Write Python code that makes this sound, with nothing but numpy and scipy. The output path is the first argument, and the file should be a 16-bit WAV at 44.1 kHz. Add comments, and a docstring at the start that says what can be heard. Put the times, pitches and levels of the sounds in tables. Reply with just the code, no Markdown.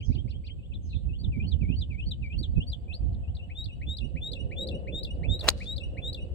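"""A songbird to the left warbles, then chirps and coos, as wind buffets the ports; a far bird calls twice.
An engine drones, nearer from about 4 s. At 5.5 s a golf iron swishes, scuffs the turf, clicks on the ball;
soil and grass patter down. Birds are gliding sines with overtones and rasp; wind, engine, air and swish
are coloured noise; the click is a pressure swing plus decaying modes; crumbs are random band-passed grains."""
import sys
import numpy as np
from scipy import signal
from scipy.fft import rfft, irfft
from scipy.io import wavfile

SR = 44100
rng = np.random.default_rng(int(sys.argv[2]) if len(sys.argv) > 2 else 0)


def master_out(mix):
    """Clip the mix to full scale and print it as 16-bit PCM to the path in sys.argv[1]."""
    frames = np.transpose(np.atleast_2d(mix))
    ceiling = np.clip(frames, -1, 1)
    pcm = np.round(ceiling * 32767).astype(np.int16)
    wavfile.write(sys.argv[1], SR, pcm)


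N = 279841
TIME = np.arange(N) / SR

# Noise colours, each scaled to rms 1 later: f/Hz, relative density/dB per Hz
AIR_COLOUR = [(1000, -5.5), (1800, -20.5), (3000, 2.5), (5800, -28.5), (7000, -18), (7900, -6), (9000, -24),
              (15000, -25.5)]
ENGINE_COLOUR = [(110, -18), (155, 2), (250, -6), (360, -6), (450, -7.5), (525, 1), (590, -7), (700, -27.5)]
WHINE_COLOUR = [(600, -3.5), (700, 8.5), (820, -3), (1150, -16.5), (1700, -12.5)]
WIND_COLOUR = [(20, -17.5), (55, 4.5), (75, 6), (165, -11), (250, -17), (480, -35.5), (800, -46)]
SWISH_COLOUR = [(300, 6.5), (600, 10), (1200, -1), (4300, -12), (6200, -18), (15000, -23.5)]

# Engine: gain/dB of drone and whine, before and after it draws near
ENGINE_FAR_DB, ENGINE_NEAR_DB = [-64.5, -79], [-49, -64.5]
ENGINE_NEARS_S, ENGINE_NEARS_OVER_S = 4.106, 0.2
# Engine surges: t/s, half-length/s, drone rise/dB, whine rise/dB
ENGINE_SURGES = [(3.15, 0.87, 4.5, 16), (4.72, 0.21, 9, 5.5), (5.25, 0.072, 7, 11.5), (6.0, 0.065, 5, 6)]

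# Breeze between gusts: gain/dB of left port, right port
BREEZE_DB = [-39, -38.5]
# Gusts: t/s, half-length/s, left rise/dB, right rise/dB
GUSTS = [(0.063, 0.26, 1, 13.5), (1.516, 0.66, 3.5, 13), (2.52, 0.2, 6.5, 10), (3.129, 0.21, 2, 9.5),
         (4.092, 0.37, -0.5, 9.5), (4.666, 0.15, 5.5, 6.5), (5.26, 0.2, 4.5, 11),
         (6.103, 0.069, -3.5, 11.5)]
# Single buffets on the right port: t/s (crest 16 ms later), relative level/dB
BUFFETS = [(0.086, -13.5), (0.242, -18.5), (1.363, -17), (1.615, -16.5), (1.688, -16), (2.395, -20),
           (2.567, -11), (4.041, -19.5), (4.14, -21)]

# Glides of each bird call: t from the call's mark/s, length/s, from f/Hz, to f/Hz,
# ease (1 straight, >1 fast then settling), skew (<1 peaks early), level before call gain/dB
TWITTER = [(0, 0.036, 2180, 2940, 1.7, 0.5, -49.5), (.003, 0.027, 4300, 6250, 0.57, 0.73, -56.5),
           (.022, 0.025, 3500, 4770, 1.9, 0.82, -51.5), (.032, 0.032, 3770, 2190, 1.7, 0.62, -48),
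           (.056, 0.039, 2320, 3220, 5.8, 1, -43)]
HOOK = [(0, 0.025, 2880, 2370, 1.07, 1.5, -51), (.022, 0.01, 2670, 3680, 1.1, 1.3, -53),
        (.031, .028, 3900, 3250, 1.5, .6, -51)]
RISE = [(0, 0.039, 2632, 2480, 0.96, .75, -37.5), (.04, 0.044, 2573, 3570, 0.92, 0.7, -36)]
SCOOP = [(0, 0.06, 2840, 2243, 3.5, 0.8, -38.5), (.072, 0.04, 2280, 2695, 1, 1.14, -37.5),
         (.106, .016, 3465, 2700, 1.8, .7, -48), (.117, 0.032, 2640, 3440, 0.73, 0.47, -41.5)]
PEEP_SLUR = [(0, 0.042, 4313, 4613, 2, 1, -43.5), (.028, 0.011, 4530, 5180, 1, 0.95, -59),
             (.05, 0.036, 4150, 2900, 1.3, 0.68, -38.5)]
SWEEP = [(0, 0.059, 2350, 2760, 0.88, 1.2, -43), (.045, 0.06, 2770, 4754, 3.3, 0.32, -44.5)]
CHIRP = [(.004, .037, 1681, 2661, 2.06, 1.22, -40.5), (.056, .096, 3373, 3867, 1.9, 1.105, -34)]
FLICK = [(.002, 0.013, 3623, 5010, 1.4, 0.88, -42), (.018, 0.013, 4640, 3414, 2.3, 1, -38.5)]
COO = [(.005, 0.034, 2796, 2462, 0.84, 0.65, -48.5), (.034, 0.042, 2864, 2910, 1.5, 0.8, -48.5)]
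FAR_SLUR = [(0, 0.07, 6410, 5870, 0.7, 0.8, -64), (.03, 0.15, 5980, 3616, 3.4, 0.73, -57.5)]
# Marks of each call: t/s, call gain/dB, pitch ratio (only where it varies)
TWITTERS = [(-.037, -3.5), (0.116, -5.5), (0.277, -6), (0.437, -4.5)]
HOOKS = [(0.711, 0.0092), (.92, 0.0063)]
RISES = [(0.585, -23), (1.087, -18), (2.558, -7), (3.232, -25.5)]
SCOOPS = [(1.318, -6), (1.606, -6), (1.901, -3.5), (2.222, -3.5)]
PEEP_SLURS = [(1.185, -9.5, 1), (1.463, -4.5, .985), (1.758, -2, 1.003), (2.058, -3, 1), (2.378, 0, .995),
              (2.666, 1, 1.02)]
SWEEPS = [(2.879, 0.023)]
CHIRPS = [(3.489, -3.5), (3.807, -1.5), (4.152, -0.5), (4.504, 1), (4.864, 0.5), (5.224, 2), (5.596, 0.5),
          (5.962, 0.5)]
FLICKS = [(3.125, -22.5), (3.346, -9.5), (3.636, 0), (3.963, 1.5), (4.312, 3.5), (4.666, 4), (5.027, 5),
          (5.388, 5), (5.758, 4), (6.124, 4)]
COOS = [(3.382, -5.5), (3.68, -1), (4.001, 2.5), (4.348, 2.5), (4.705, 3.5), (5.063, 2.5), (5.426, 4.5),
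        (5.795, 4), (6.164, 3.5)]
FAR_SLURS = [(.005, -1.5), (0.809, -1.3)]
# Harmonics 2, 3, 4 of a loud note: level before colour/dB
OVERTONES_DB = [-24.5, -33.5, -52]
# Lift of an overtone by its own frequency: f/Hz, lift/dB
OVERTONE_COLOUR = [(4000, 24), (5200, -17), (5800, -4), (6500, -6.5), (7600, 3), (9000, 10.5),
                   (10000, -4.5), (11400, 1), (15000, 11.5)]
SWELL_POWER = 0.92  # exponent on a glide's sine arch

# Downswing: t/s, swish gain/dB
SWING = [(5.34, -89), (5.41, -55.5), (5.445, -43), (5.465, -42.5), (5.505, -42.5), (5.55, -75)]
# Falling soil and grass: t/s, patter gain/dB
CRUMBS = [(5.48, -100), (5.505, -65), (5.555, -78), (5.582, -66.5), (5.64, -64), (5.79, -100)]
# Crumbs of three sizes: low f/Hz, high f/Hz, relative level/dB
CRUMB_BANDS = [(1000, 2900, 0), (3760, 4800, 9), (5000, 9000, 1.5)]

# Modes of club and ball: f/Hz, level/dB, t60/s
CLUB_MODES = [(290, -27, .025), (545, -22.5, .022), (1380, -15, .016), (1640, -22, .016), (3000, -17, .013),
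              (4020, -6.5, .012), (5150, -15, .009), (8050, -27, .024)]
# Blade through the turf: t/s, level/dB, rise/s, decay/s, low f/Hz, high f/Hz
SCUFFS = [(5.4823, -17.5, 0.0013, 0.0028, 417, 1100), (5.489, -25, 0.0012, 0.0017, 2500, 5880),
          (5.5016, -27.5, 0.0012, 0.0012, 3300, 5300)]
HIT_S = 5.4869  # face meets ball
PUSH_DB, PUSH_S = -8.5, .00012  # pressure swing: height, half-width
BOUNCE_DB, BOUNCE_S = -8.5, .00133  # inverted turf reflection: level, delay


def from_db(db):
    """Amplitude ratio of a level in dB."""
    return 10 ** (np.asarray(db) / 20)


def rms_one(x):
    """Scale to rms 1."""
    return x / np.sqrt(np.mean(x ** 2) + 1e-20)


def in_time(rows):
    """Level curve of (t/s, level/dB) rows, joined by straight lines."""
    s, db = np.transpose(rows)
    return np.interp(TIME, s, db)


def swells(rows):
    """Bell-shaped rises in dB, summed; one curve per level column."""
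    return sum(np.outer(rise_db, np.exp(-((TIME - s) / width_s) ** 2)) for s, width_s, *rise_db in rows)


def band(x, low_hz, high_hz, order=2):
    """Band-pass; order 1 has gentle skirts."""
    sos = signal.butter(order, [low_hz, min(high_hz, .45 * SR)], "band", fs=SR, output="sos")
    return signal.sosfilt(sos, x + 1e-18)


def noise(colour):
    """Noise of a given colour at rms 1, falling 30 dB per octave past its ends."""
    hz, db = np.transpose(colour)
    octave, knots = np.log2(np.fft.rfftfreq(N, 1 / SR) + 1), np.log2(hz)
    skirt_db = -30 * np.abs(octave - np.clip(octave, knots[0], knots[-1]))
    shape = from_db(np.interp(octave, knots, db) + skirt_db)
    return rms_one(irfft(rfft(rng.standard_normal(N)) * shape, N))


def drift(rate_hz):
    """Smooth random curve of rms 1, low-passed near rate_hz."""
    coarse = TIME[::16]
    hz = np.fft.rfftfreq(len(coarse), coarse[1])
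    spectrum = rfft(rng.standard_normal(len(coarse))) / (1 + (hz / rate_hz) ** 4)
    return np.interp(TIME, coarse, rms_one(irfft(spectrum, len(coarse))))


def from_side(x, pan_db, lag):
    """Right port hears x lag samples later; pan_db is left level over right."""
    right = np.pad(x, (lag, 0))[:N]
    return np.array([x * from_db(pan_db / 2), right * from_db(-pan_db / 2)])


def trees(x, t60_s, build_s):
    """Trunks, leaves and grass scatter a diffuse echo, different at each port."""
    t = TIME[:SR]
    echo = rng.standard_normal((2, SR)) * from_db(-60 * t / t60_s) * (1 - np.exp(-t / build_s))
    echo /= np.sqrt(np.sum(echo[0] ** 2))
    return signal.fftconvolve(x[None], echo, axes=1)[:, :N]


def air():
    """Faint hiss of leaves and air, independent at each port."""
    return from_db(-74.0) * np.array([noise(AIR_COLOUR), noise(AIR_COLOUR)])


def engine():
    """Drone and whine of coloured noise, rising as the engine nears and surges, partly scattered."""
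    nearness = .5 + .5 * np.tanh((TIME - ENGINE_NEARS_S) / ENGINE_NEARS_OVER_S)
    level_db = np.outer(ENGINE_FAR_DB, 1 - nearness) + np.outer(ENGINE_NEAR_DB, nearness)
    drone_db, whine_db = level_db + swells(ENGINE_SURGES)
    drone = from_db(drone_db + 2.3 * drift(13)) * noise(ENGINE_COLOUR)
    whine = from_db(whine_db) * noise(WHINE_COLOUR)
    spread = from_db(-12) * trees(drone + whine, t60_s=.5, build_s=.02)
    return from_side(drone + whine, pan_db=-1.0, lag=14) + spread


def wind(lumpy_db=4.0, buffet_s=0.016):
    """Each port has its own eddies under shared gust times; single buffets push the right port."""
    ports = np.array([noise(WIND_COLOUR) * from_db(calm_db + gust_db + lumpy_db * drift(14.2))
                      for calm_db, gust_db in zip(BREEZE_DB, swells(GUSTS))])
    push = sum(from_db(db) * np.exp(-((TIME - s - buffet_s) / buffet_s) ** 2) for s, db in BUFFETS)
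    ports[1] += 0.69 * push * noise([(50, 6), (85, 2.5), (220, -4.0), (600, -36.0)])
    return ports


def glides(*calls):
    """Spell calls out as glides, each at its own time, level and, where given, pitch."""
    song = []
    for call, marks in calls:
        for s, call_db, *pitch in marks:
            ratio = np.prod(pitch)  # 1 if none given
            for after, length, from_hz, to_hz, ease, skew, db in call:
                song.append((s + after, length, from_hz * ratio, to_hz * ratio, ease, skew, call_db + db))
    return song


def sing(song, waver, waver_hz, flutter_db, bright_db, loud_db=-36, rasp_db=-29, fast_hz_per_s=90000):
    """A trembling whistle follows each glide; loud notes gain overtones, fast glides rasp."""
    out, flutter = np.zeros(N), flutter_db * drift(62)
    tremble = 1 + waver * drift(waver_hz) + 0.0072 * drift(11.0)
    rasp = from_db(rasp_db) * rms_one(band(rng.standard_normal(N), 2100, 13000))
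    for start, length, from_hz, to_hz, ease, skew, db in song:
        on = (TIME > start) & (TIME < start + length)
        part = np.clip((TIME[on] - start) / length, 0, 1)
        hz = to_hz + (from_hz - to_hz) * (1 - part) ** ease
        swell = np.abs(np.sin(np.pi * part ** skew)) ** SWELL_POWER
        phase = 2 * np.pi * np.cumsum(hz * tremble[on]) / SR
        effort = np.minimum(swell * from_db(db - loud_db), 1)
        speed = min(abs(to_hz - from_hz) / length / fast_hz_per_s, 1)
        tone = np.sin(phase) + effort * rasp[on] * speed ** 2
        for k, overtone_db in enumerate(OVERTONES_DB, 2):
            lift_db = bright_db + np.interp(k * hz, *np.transpose(OVERTONE_COLOUR))
            tone += effort * from_db(overtone_db + lift_db) * np.sin(k * phase)
        out[on] += tone * swell * from_db(db + flutter[on])
    return out


def birds():
    """Near bird sings from the left with early, late and tree-line echoes; the far one buzzes, all echo."""
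    warbles = glides((TWITTER, TWITTERS), (HOOK, HOOKS), (RISE, RISES), (SCOOP, SCOOPS),
                     (PEEP_SLUR, PEEP_SLURS), (SWEEP, SWEEPS))
    chirps = glides((CHIRP, CHIRPS), (FLICK, FLICKS))
    slurs = glides((FAR_SLUR, FAR_SLURS))
    warbling = sing(warbles, waver=0.0066, waver_hz=150, flutter_db=3.0, bright_db=-1)
    chirping = sing(chirps, waver=0.0057, waver_hz=120, flutter_db=1.53, bright_db=-1.5)
    cooing = sing(glides((COO, COOS)), waver=0.0033, waver_hz=120, flutter_db=3.5, bright_db=14)
    far = sing(slurs, waver=0.035, waver_hz=350, flutter_db=7.0, bright_db=-11.5)
    near = warbling + chirping + cooing
    early = from_db(-3.0) * trees(warbling, t60_s=0.059, build_s=0.0017)
    early += from_db(-6.5) * trees(chirping + cooing, t60_s=0.057, build_s=0.01)
    late = trees(from_db(-23.0) * warbling + from_db(-23.5) * chirping, t60_s=0.13, build_s=0.049)
    high_peeps = band(warbling, 4300, 4500)
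    lingering = trees(from_db(-13) * cooing + from_db(-22.5) * high_peeps, t60_s=.5, build_s=0.051)
    delayed = np.interp(TIME - 0.105, TIME, near, left=0)  # one distinct echo off the wood's edge
    edge = from_db(-30) * trees(delayed, t60_s=0.22, build_s=.003)
    distant = from_db(-4.0) * trees(far, t60_s=0.29, build_s=0.0045)
    return from_side(near, pan_db=4.5, lag=23) + early + late + lingering + edge + distant


def crumbs(crumbs_per_s=1500, size_db=2.5):
    """Soil and grass patter down: random grains per port, band-passed by crumb size."""
    patter = 0
    for low_hz, high_hz, db in CRUMB_BANDS:
        grains = (rng.random((2, N)) < crumbs_per_s / SR) * rng.standard_normal((2, N))
        sized = grains * from_db(size_db * drift(50))
        patter = patter + from_db(db) * rms_one(band(sized, low_hz, high_hz))
    return from_db(in_time(CRUMBS)) * patter


def swing(eddy_db=3.5):
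    """Air rushes round the shaft in eddies: noise partly shared by the ports."""
    rush = noise(SWISH_COLOUR) + .5 * np.array([noise(SWISH_COLOUR), noise(SWISH_COLOUR)])
    return from_db(in_time(SWING)) * rush * from_db(eddy_db * drift(120))


def scuffs():
    """The blade tears through turf: band-passed noise bursts with exponential rise and decay."""
    out = np.zeros(N)
    for s, db, rise_s, decay_s, low_hz, high_hz in SCUFFS:
        shape = np.exp(-np.minimum(np.maximum((s - TIME) / rise_s, (TIME - s) / decay_s), 20))
        out += from_db(db) * shape * rms_one(band(rng.standard_normal(N), low_hz, high_hz, order=1))
    return out


def click(crack_db=-17, crack_s=0.0034):
    """The blow sends one pressure swing and rings the modes under a crack; turf reflects it inverted."""
    t = np.maximum(TIME - HIT_S, 0)
    blow = np.zeros(N)
    for k, (hz, mode_db, t60_s) in enumerate(CLUB_MODES):
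        decay = from_db(np.maximum(mode_db - 60 * t / t60_s, -200))
        blow += (-1) ** k * decay * np.sin(2 * np.pi * hz * t)
    leap = (TIME - HIT_S) / PUSH_S - .5
    blow += from_db(PUSH_DB) * leap * np.exp((1 - leap ** 2) / 2)
    bounce = -from_db(BOUNCE_DB) * np.interp(TIME - BOUNCE_S, TIME, blow)
    crack_shape = (t > 0) * np.exp(-np.minimum(t / crack_s, 20))
    crack = from_db(crack_db) * crack_shape * rms_one(band(rng.standard_normal(N), 1500, 11000))
    return blow + bounce + crack


def strike():
    """Click and scuffs together; grass scatters the treble at once, a long faint tail follows."""
    hit = click() + scuffs()
    ground = from_db(-1) * trees(band(hit, 2000, 15400), t60_s=0.0072, build_s=0.0015)
    tail = from_db(-31.5) * trees(band(hit, 394, 4010), t60_s=0.99, build_s=0.024)
    return from_side(hit, pan_db=-1.0, lag=2) + ground + tail


def scene():
    """Sum of all layers."""
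    return birds() + wind() + engine() + air() + strike() + swing() + crumbs()


def record(dry, ceiling=.95, cutoff_hz=16000):
    """Recorder rounds off the peaks, fades both ends in about 10 ms and cuts the top steeply."""
    rounded = ceiling * np.tanh(dry / ceiling)
    edges = signal.windows.tukey(N, .003)
    low_pass = signal.ellip(10, .2, 80, cutoff_hz, fs=SR, output="sos")
    return signal.sosfilt(low_pass, rounded * edges)


dry = scene()
out = record(dry)
master_out(out)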